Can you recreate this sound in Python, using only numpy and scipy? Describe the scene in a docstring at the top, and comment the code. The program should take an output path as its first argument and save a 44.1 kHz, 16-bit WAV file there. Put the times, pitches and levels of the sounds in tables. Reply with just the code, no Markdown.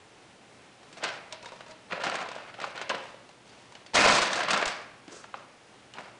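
"""A kitten bats and scrambles in a hollow plastic play frame on tiles: first knocks, each a contact force
that cracks and rings tube modes, amid scrabbling built of many small contacts; then a side arm jiggles.
Denser batting follows, with dry joint snaps and a ball tap of close modes; after a lull comes the loudest
scramble, with low thumps of body weight. A paw skids in rising and hissing noise; last taps and snaps end it.
A hard room adds a decaying noise tail throughout, over shaped microphone hiss and a faint wavering hum."""
import sys
import numpy as np
from scipy import signal
from scipy.fft import rfft, irfft, next_fast_len
from scipy.io import wavfile
from scipy.ndimage import uniform_filter1d

SR = 44100
rng = np.random.default_rng(int(sys.argv[2]) if len(sys.argv) > 2 else 0)


def natural_amplitude(level_db):
    """Convert a level in decibels to a linear amplitude factor, elementwise."""
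    exponent = np.asarray(level_db, float) / 20
    return 10 ** exponent


def output_pcm(signal):
    """Save a mono or channel-first signal as 16-bit PCM at the path in sys.argv[1].

    Samples are clipped to [-1, 1] before scaling.
    """
    pcm = np.clip(np.atleast_2d(signal).T, -1, 1) * 32767
    wavfile.write(sys.argv[1], SR, np.round(pcm).astype(np.int16))


N = 272979  # samples

# resonant modes of the frame's tubes: [f/Hz, relative level/dB, t60/s]
TUBE_MODES = [(201.4, -7, 0.089), (560, -0.5, 0.034), (687, -10.5, 0.22), (960, -27, 0.045),
              (1203, 18, 0.0056), (1480, -14, 0.044), (2100, -30, 0.023), (2920, 18.5, 0.0032),
              (4020, -5, 0.0086)]
SKID_S = 5.125  # a paw skids on the tiles from this moment on


def level(x, db):
    """Root-mean-square normalisation: scale x to an rms level in dB."""
    return x * natural_amplitude(db) / np.sqrt(np.mean(x ** 2))


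def colour(x, points):
    """Zero-phase filtering: multiply the spectrum by a gain drawn through (f/Hz, gain/dB) points."""
    hz, db = np.transpose(points)
    size = next_fast_len(len(x))
    gain = natural_amplitude(np.interp(np.log(np.fft.rfftfreq(size, 1 / SR) + 1), np.log(hz), db))
    return irfft(rfft(x, size) * gain, size)[:len(x)]


def causal(x, points):
    """Minimum-phase filtering: folding the cepstrum of the log gain leaves no pre-ringing."""
    hz, db = np.transpose(points)
    gain = natural_amplitude(np.interp(np.log(np.fft.rfftfreq(2048, 1 / SR) + 1), np.log(hz), db))
    cepstrum = irfft(np.log(gain))
    cepstrum[1:1024] *= 2
    response = irfft(np.exp(rfft(cepstrum[:1024], 2048)))[:1024]
    return signal.fftconvolve(x, response)[:len(x)]


def ring(t, hz, t60):
    """Damped free vibration: a sine that falls 60 dB in t60 seconds."""
    return np.sin(2 * np.pi * hz * t) * np.exp(-np.log(1000) * t / t60)


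def add(out, s, x):
    """Superposition: mix x into out from time s."""
    i = int(s * SR)
    out[i:i + len(x)] += x[:N - i]


def walk(rate):
    """Slow random modulation: normal values held 1 / rate s, then smoothed, which narrows their spread."""
    k = int(SR / rate)
    held = np.repeat(rng.standard_normal(N // k + 1), k)
    return uniform_filter1d(held, k // 2 + 1)[:N]


def bout(s, length_s, start_db, end_db, attack=2504, release=893):
    """Exponential envelope, as dB per sample: attack (dB/s), straight drift, release (dB/s)."""
    t = np.arange(N) / SR - s
    drift = np.interp(t, [0, max(length_s, .001)], [start_db, end_db])
    rise = attack * np.maximum(-t, 0)
    fall = release * np.maximum(t - length_s, 0)
    return np.maximum(drift - rise - fall, -120)


def knocks(own_db=8, own_t60=0.031, rise=0.31, far_db=7, room_ring_db=-5, scrape_db=4):
    """Impact excitation: a short rough force gives a dull burst with a crack, and rings the tube modes."""
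    # blows: [t/s, peak level/dB, struck part's f/Hz, crack level/dB, hollow ring level/dB]
    blows = [(.83, -42.5, 730, 9, 3.5), (.926, -38.5, 942, 6, -16), (0.969, -36, 750, -4, -14),
             (1.035, -20, 1460, 9.5, -16), (1.039, -20, 1530, -18, 2), (1.045, -21.5, 710, -18, -0.5),
             (1.06, -37, 790, -14, -9), (1.078, -25, 754, 0, -6), (1.087, -23.5, 1550, -4, -6),
             (1.324, -23.5, 1000, 16, -0.5), (1.426, -36.5, 2600, 9, -4), (1.457, -30, 3670, 2.5, -4),
             (1.519, -36, 1500, 1, -3), (1.606, -33.5, 610, -8, 1.5), (1.607, -38.5, 1480, -10, 2),
             (1.709, -38, 4040, 4, -9), (1.921, -29, 1900, -12, 5), (1.932, -24, 535, -15, 31),
             (1.977, -26, 605, -6, 17), (1.998, -24.5, 560, -7, 25), (2.036, -20.5, 960, 7, 2.5),
             (2.066, -23, 800, -8, 6), (2.097, -20, 1330, 18, 17), (2.124, -22, 710, -16, 18),
             (2.152, -20.5, 1660, 0.5, -10.5), (2.143, -24.5, 1070, -10, 9), (2.226, -24.5, 700, 0, 12),
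             (2.261, -29, 1026, -21, 5), (2.287, -30, 570, 3, -0.5), (2.315, -28, 1010, 1.5, 1),
             (2.351, -36, 2500, 5, -8), (2.362, -28, 636, -6, 23), (2.384, -34, 910, -1, 9),
             (2.54, -34, 1490, -11, -13), (2.588, -32, 777, -17, 13), (2.6, -26.5, 1390, -1.5, -3),
             (2.615, -27, 647, -4, -3), (2.622, -32, 640, -10, 1), (2.642, -34.5, 560, 9, -5),
             (2.674, -29.5, 610, -1, 8), (2.756, -39, 1200, 9, -8), (2.776, -25.5, 1480, -10, -3),
             (2.796, -31, 680, -13, 7), (2.813, -23, 644, -1, -10), (2.893, -21, 1470, 6.5, -2),
             (2.901, -21, 547, -12, 18), (2.904, -22, 1590, -2, 10), (2.905, -25, 2860, 4, 5),
             (2.912, -26.5, 540, -17, 19), (2.915, -23.5, 1000, -9, 21), (2.941, -28, 525, -11, 18),
             (2.948, -29, 1460, 2, -10), (2.98, -31.5, 860, -3, 5), (3.037, -34.5, 1020, 1, 9),
             (3.054, -36, 1030, -10, 2), (3.143, -35, 560, -5, 18), (3.289, -43, 816, 11, 3),
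             (3.722, -39.5, 990, 8, 5), (3.751, -33.5, 2900, 1.5, -3), (3.862, -35, 4460, 4.5, -8),
             (3.9345, -26.5, 900, -23, 6), (3.968, -12, 2020, -7, 3), (3.989, -15, 560, -15, 10),
             (4.06, -14, 640, -22, 0.5), (4.073, -13.5, 695, -14, 18), (4.091, -15, 1040, -10, 0),
             (4.099, -10, 1157, -10, 5), (4.113, -20, 1070, -3.5, 3), (4.148, -15, 1310, 6, -10),
             (4.183, -15.5, 1130, 1, -4), (4.217, -16, 1380, 11, -13), (4.33, -17.5, 1730, 15, 6.5),
             (4.355, -20.5, 866, 7, -5), (4.377, -21.5, 1620, -20, 11), (4.389, -19, 716, -10, 9),
             (4.404, -21.5, 1570, -2, -9), (4.432, -23.5, 910, 12, -3), (4.447, -25.5, 805, -20, 4),
             (4.484, -17.5, 1180, 1, 2), (4.505, -15, 2910, 7.5, -9.5), (4.515, -22, 914, -3, -5),
             (4.531, -16, 1110, 9, -4.5), (4.542, -16, 1080, -9, 0), (4.574, -19, 615, 5, 0.5),
             (4.598, -24.5, 880, -4, 2), (4.612, -26, 1190, 9, -4), (4.624, -20.5, 720, -4, 3),
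             (4.655, -17.5, 960, 8.5, -2.5), (4.677, -19, 800, 10, -2), (5.079, -32.5, 286, -1, 6),
             (5.095, -41, 1600, -14, -2), (5.125, -40, 356, -15, 15), (5.143, -35, 430, -15, 16),
             (5.238, -37.5, 2540, -3, -9), (5.937, -33, 2900, 16, 7), (5.953, -40.5, 900, -8, 14),
             (5.968, -39, 970, -11, 5), (5.9867, -35, 1500, -3, -8), (5.994, -35, 780, -16, 10),
             (6.079, -40.5, 785, 0, 19)]
    # spectrum of the burst: [f/Hz, gain/dB]
    burst_gain = [(59, -64.5), (100, -11.5), (338, -15), (641, 1.5), (1170, -12), (1500, -2.5),
                  (4190, -10.5), (8570, -21), (10200, -37.5), (13300, -99), (22000, -120)]
    # decay time of the contact at 0 dB of ring; each halving_db more ring halves it
    contact_s, halving_db = 0.0043, 16.5
    scatter_db = 2.5  # spread of the tube modes from blow to blow
    near, spread, t = np.zeros(N), np.zeros(N), np.arange(4096) / SR
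    chance = rng.standard_normal((len(blows), len(t) + len(TUBE_MODES)))
    high = signal.butter(2, 2800, "high", fs=SR, output="sos")
    touch = 1. * (t == 0)
    # a padded paw or soft ball builds the ring up over a couple of cycles
    swell = np.minimum(t / .0016, 1)

    def voice(force, blow, modes, crack_db, hollow_db):
        """Linear response: the rough contact force gives burst and crack, the blow excites the modes."""
        burst = level(causal(force, burst_gain), 0)
        crack = (natural_amplitude(crack_db) - 1) * signal.sosfilt(high, burst)
        hollow = level(signal.fftconvolve(blow, modes)[:len(t)], hollow_db)
        return burst + crack + hollow

    for (s, db, hz, crack_db, hollow_db), row in zip(blows, chance):
        # cleaner, more hollow blows have a shorter contact
        tau = contact_s * 2 ** (-hollow_db / halving_db)
        contact = row[:len(t)] * np.exp(-t / tau) * np.minimum(t / (rise * tau), 1)
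        modes = natural_amplitude(own_db) * ring(t, hz, own_t60)
        # modes near the struck part's pitch answer most
        for (f, mode_db, t60), c in zip(TUBE_MODES, row[len(t):]):
            gain_db = mode_db + scatter_db * c - far_db * abs(np.log2(f / hz))
            modes = modes + natural_amplitude(gain_db) * ring(t, f, t60)
        # the first touch rings the modes cleanly, the scrape after it keeps feeding them
        blow = level(touch, 0) + level(contact, scrape_db - 2 * hollow_db)
        hit = voice(contact, blow, swell * modes, crack_db, hollow_db)
        hit = natural_amplitude(db) * hit / np.abs(hit).max()
        add(near, s, hit)
        # the walls receive all directions at once: same energy, smooth spectrum, ring changed by room_ring_db
        smooth = voice(touch, touch, modes, crack_db, hollow_db + room_ring_db)
        add(spread, s, smooth * np.sqrt(np.sum(hit ** 2) / np.sum(smooth ** 2)))
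    return near, spread


def scrabble(rate=260, denser=0.45, spread=0.9, own_db=5, grain_s=0.003, tubes_db=-11):
    """Random impulse process: uneven rough contacts over steady rubbing; some of it rings the tubes."""
    # bouts of scrabbling: [t/s, length/s, relative level at start/dB, at end/dB, treble gain/dB]
    bouts = [(0.937, 0.047, -66, -37.5, 5.5), (1.011, 0.014, -37, -34, -11), (1.031, 0.05, -28, -31, -10),
             (1.1, 0.077, -40.5, -47, 5.5), (1.314, 0.034, -44, -39.5, -5), (1.447, 0.19, -41.5, -56, 5),
             (1.666, 0.061, -44.5, -50, 5), (1.886, 0.037, -54, -28, -10), (1.921, 0.055, -28, -39, -9),
             (2.003, 0.02, -33, -31.5, -4), (2.039, 0.013, -23.5, -23, -0.5), (2.067, 0.013, -23, -25, -4),
             (2.074, 0.15, -35, -31, 0.5), (2.252, 0.26, -39.5, -45, -3), (2.567, 0.073, -47, -32, -5),
             (2.646, 0.064, -36, -42.5, 2), (2.752, 0.076, -38.5, -35, -20),
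             (2.899, 0.018, -22, -32.5, -15), (2.954, 0.15, -55, -51, 8), (3.456, 0.37, -54.5, -62, 8),
             (3.854, 0.023, -66, -57, -13), (3.946, 0.012, -19, -14, 7.5), (3.964, 0.096, -16, -14, 3.5),
             (4.075, 0.12, -17, -21.5, 5.5), (4.212, 0.02, -19.5, -18.5, 5.5), (4.236, 0.044, -26, -26, 5),
             (4.272, 0.16, -29, -26, 3), (4.416, 0.054, -23.5, -32, -4), (4.484, 0.016, -26, -25, -8),
             (4.507, 0.011, -16, -21.5, 4.5), (4.527, 0.02, -19, -21.5, 0), (4.55, 0.054, -22, -29, -3),
             (4.598, 0.031, -34, -22.5, -3), (4.672, 0.17, -28.5, -52.5, 5), (5.35, 0.091, -42.5, -55, 1),
             (5.943, 0.03, -50, -46, -14), (5.99, 0.11, -40, -53.5, 1)]
    # spectrum of the contacts: [f/Hz, gain/dB]
    contact_gain = [(53, -37), (90, -48.5), (199, -4.5), (405, -10), (567, 3), (912, -2), (1160, 1),
                    (1330, 3), (4530, -8.5), (7730, -17.5), (10200, -29), (13300, -84.5), (22000, -120)]
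    t = np.arange(4096) / SR
    levels_db = np.array([bout(*row[:-1]) for row in bouts])
    loud_db = levels_db.max(axis=0)
    # the loudest bout of the moment sets the brightness
    bright = natural_amplitude(np.array(bouts)[levels_db.argmax(axis=0), -1])
    # harder scrambling packs the contacts closer, so they merge into a crunch
    crowd = np.maximum(natural_amplitude(denser * (loud_db + 36.5)), 1)
    happens = rng.random(N) < rate * crowd / SR  # rate in contacts per second
    starts = happens * natural_amplitude(np.minimum(spread * rng.exponential(size=N), 12))
    # every contact favours its own octaves: folds of cloth are dull, claws are bright
    where, grains = np.flatnonzero(starts), 0
    rub = .45 * crowd ** .25
    for low_hz in 40 * 2. ** np.arange(9):
        own = starts.copy()
        own[where] *= natural_amplitude(np.clip(own_db * rng.standard_normal(N)[where], -18, 6))
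        energy = signal.fftconvolve(own ** 2, np.exp(-2 * t / grain_s))[:N]
        force = np.sqrt(np.abs(energy) / crowd)
        band = signal.butter(2, [low_hz, 2 * low_hz], "band", fs=SR, output="sos")
        grains = grains + signal.sosfilt(band, (level(force, 0) + rub) * rng.standard_normal(N))
    modes = sum(natural_amplitude(db) * ring(t, hz, t60) for hz, db, t60 in TUBE_MODES)
    tubes = signal.fftconvolve(grains, modes)[:N]
    broad = level(colour(grains, contact_gain), 0)
    treble = signal.sosfilt(signal.butter(2, 2800, "high", fs=SR, output="sos"), broad)
    return natural_amplitude(loud_db) * (broad + (bright - 1) * treble + level(tubes, tubes_db))


def ball(swell_s=0.002):
    """Modal superposition: a hard toy ball taps the frame and close modes speak at once, gone in a few cycles."""
    # taps: [t/s, peak level/dB, pitch factor of the struck spot]
    taps = [(2.6408, -20, 0.99), (5.242, -35, 1.1), (5.341, -23.5, 0.994), (5.9826, -31, 0.81)]
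    # modes of ball and tube together: [f/Hz before the pitch factor, relative level/dB, t60/s]
    ball_modes = [(560, -10, 0.044), (813, -4, 0.039), (1090, 0, 0.016), (1218, 8, 0.013),
                  (1395, -2, 0.018), (2066, -7, 0.014), (2550, -7.5, 0.016), (3090, -2, 0.0084),
                  (3900, -8, 0.0095)]
    out, t = np.zeros(N), np.arange(4096) / SR
    for s, db, pitch in taps:
        modes = sum(natural_amplitude(mode_db) * ring(t, pitch * hz, t60) for hz, mode_db, t60 in ball_modes)
        tap = np.minimum(t / swell_s, 1) * modes
        add(out, s, natural_amplitude(db) * tap / np.abs(tap).max())
    return out


def arm(rise_s=0.004, jiggle_s=0.0067):
    """Forced resonance: the kitten tugs a springy side arm, whose rough jiggle in its joint feeds a few modes."""
    # tugs: [t/s, peak level/dB]
    tugs = [(1.325, -37), (1.343, -51), (1.375, -50), (1.403, -45), (1.428, -37.5), (1.456, -34),
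            (1.487, -44), (1.518, -36), (1.554, -48), (1.662, -45), (1.688, -39.5), (1.711, -49),
            (1.733, -60)]
    # modes of the arm: [f/Hz, relative level/dB, t60/s]
    arm_modes = [(635, 0, .06), (945, -.5, .06), (3750, -11, .02)]
    out, t = np.zeros(N), np.arange(4096) / SR
    modes = sum(natural_amplitude(db) * ring(t, hz, t60) for hz, db, t60 in arm_modes)
    for (s, db), row in zip(tugs, rng.standard_normal((len(tugs), len(t)))):
        jiggle = row * np.minimum(t / rise_s, 1) * np.exp(-t / jiggle_s)
        tug = signal.fftconvolve(jiggle, modes)[:len(t)]
        add(out, s, natural_amplitude(db) * tug / np.abs(tug).max())
    return out


def snaps():
    """Heavy damping widens the spectrum: each sharp, dry joint snap is one mode lasting a couple of cycles."""
    # snaps: [t/s, peak level before the high-pass/dB, f/Hz]
    joint_snaps = [(1.9323, -24, 1600), (2.0647, -18.5, 1030), (2.0994, -22, 1360), (2.1555, -20, 1640),
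                   (2.9472, -18, 1690), (4.0618, -9.5, 650), (4.1006, -10, 1770), (4.407, -17.5, 1830),
                   (4.5342, -12, 2880), (5.9853, -23, 1870), (5.9936, -31, 780), (6.0088, -31, 860)]
    cycles = 5  # until the snap has fallen 60 dB
    out, t = np.zeros(N), np.arange(1024) / SR
    for s, db, hz in joint_snaps:
        snap = ring(t, hz, cycles / hz)
        add(out, s, natural_amplitude(db) * snap / np.abs(snap).max())
    return signal.sosfilt(signal.butter(2, 250, "high", fs=SR, output="sos"), out)


def swish():
    """Friction noise: the skidding paw's hiss is soft, slightly uneven broadband rubbing."""
    # spectrum of the hiss: [f/Hz, gain/dB]
    hiss_gain = [(350, -20.5), (600, 0), (887, -10), (976, -4), (1330, 3), (2030, -11.5), (6980, -2.5),
                 (10200, -19.5), (13300, -51), (22000, -120)]
    uneven_db = 1.5 * walk(60)
    envelope_db = bout(SKID_S, length_s=0.034, start_db=-46.5, end_db=-48, attack=630, release=146)
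    return natural_amplitude(envelope_db + uneven_db) * level(colour(rng.standard_normal(N), hiss_gain), 0)


def skid(width_hz=170, uneven_db=2):
    """Narrow-band noise on a gliding carrier: the skidding paw's lumpy low resonance rises as it slides."""
    start_hz, rise_hz_per_s = 409, 1400
    hz = start_hz + rise_hz_per_s * (np.arange(N) / SR - SKID_S)
    phase = 2 * np.pi * np.cumsum(hz) / SR
    low = signal.butter(2, width_hz / 2, fs=SR, output="sos")
    a, b = signal.sosfilt(low, rng.standard_normal((2, N)))
    envelope_db = bout(SKID_S, length_s=0.055, start_db=-50, end_db=-52, attack=450, release=420)
    rumble = level(a * np.cos(phase) + b * np.sin(phase), 0)
    return natural_amplitude(envelope_db + uneven_db * walk(80)) * rumble


def thumps():
    """Low damped resonance: body weight landing on the floor, each a slow push with a soft onset."""
    # landings: [t/s, level before onset and decay/dB, f/Hz]
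    landings = [(3.943, -35, 70), (3.98, -34, 60), (4.05, -29, 50), (4.09, -34, 75), (4.125, -36, 50),
                (4.21, -39, 30), (4.664, -36, 30)]
    t60 = 0.073  # s
    out, t = np.zeros(N), np.arange(SR // 4) / SR
    for s, db, hz in landings:
        add(out, s, natural_amplitude(db) * ring(t, hz, t60) * np.minimum(t / 0.004, 1))
    return out


def room(x):
    """Diffuse reverberation: octave bands of noise decay exponentially, soonest at the top, after a fast onset."""
    # reverberation time: [f/Hz, t60/s]
    reverberation = [(150, 0.39), (500, 0.67), (1500, 0.81), (4000, 0.48), (9000, 0.028)]
    tail_db, onset_s = -9, 0.00031
    t = np.arange(SR) / SR
    hz, t60 = np.transpose(reverberation)
    tail = 0
    for centre in 62.5 * 2. ** np.arange(8):
        band = signal.butter(2, [centre / 2 ** .5, centre * 2 ** .5], "band", fs=SR, output="sos")
        decay = np.exp(-np.log(1000) * t / np.interp(np.log(centre), np.log(hz), t60))
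        tail = tail + signal.sosfilt(band, rng.standard_normal(SR)) * decay
    tail = tail * (1 - np.exp(-t / onset_s))
    return signal.fftconvolve(x, natural_amplitude(tail_db) * tail / np.sqrt(np.sum(tail ** 2)))[:N]


def background():
    """Stationary noise and a tone: slightly unsteady microphone hiss with a wavering mains hum."""
    # spectrum of the hiss: [f/Hz, gain/dB]
    noise_gain = [(12, -51), (20, -17), (70, -11), (106, -4.5), (204, -2), (495, -3.5), (594, -3.5),
                  (659, -6.5), (732, -3.5), (856, -5), (1170, -8.5), (2700, -11), (10200, -24.5),
                  (13300, -103.5), (22000, -120)]
    hiss = level(colour(rng.standard_normal(N), noise_gain), -54)
    unsteady = natural_amplitude(.6 * walk(6))
    hum_db, hum_hz = -67.5, 119.5
    hum = natural_amplitude(hum_db + 2 * walk(12)) * np.sin(2 * np.pi * hum_hz * np.arange(N) / SR)
    return hiss * unsteady + hum


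def scene():
    """Superposition of direct sound, reverberation and background."""
    # light plastic radiates little bass
    thin = signal.butter(2, 110, "high", fs=SR, output="sos")
    hits, spread, rattle = signal.sosfilt(thin, [*knocks(), natural_amplitude(-6.0) * scrabble()])
    paw = swish() + skid()
    taps = ball() + arm() + snaps()
    # tubes and cloth sound from different spots, so each has its own pattern of reflections
    frame = hits + taps + room(spread + natural_amplitude(-4) * taps)
    kitten = rattle + room(rattle + natural_amplitude(-9.0) * paw) + paw + thumps()
    return (frame + kitten + background())[None]


def band_limit(x):
    """A steep low-pass at the top of the band."""
    return signal.sosfilt(signal.butter(12, 10450, fs=SR, output="sos"), x)


def record(dry):
    """Saturation and band limiting: the camera rounds the loudest peaks and cuts the top."""
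    soft = np.tanh(1.255 * dry) / 1.387
    top_hz = 10280
    low_pass = signal.ellip(12, .2, 90, top_hz, fs=SR, output="sos")
    return band_limit(signal.sosfilt(low_pass, soft))


dry = scene()
out = record(dry)
output_pcm(out)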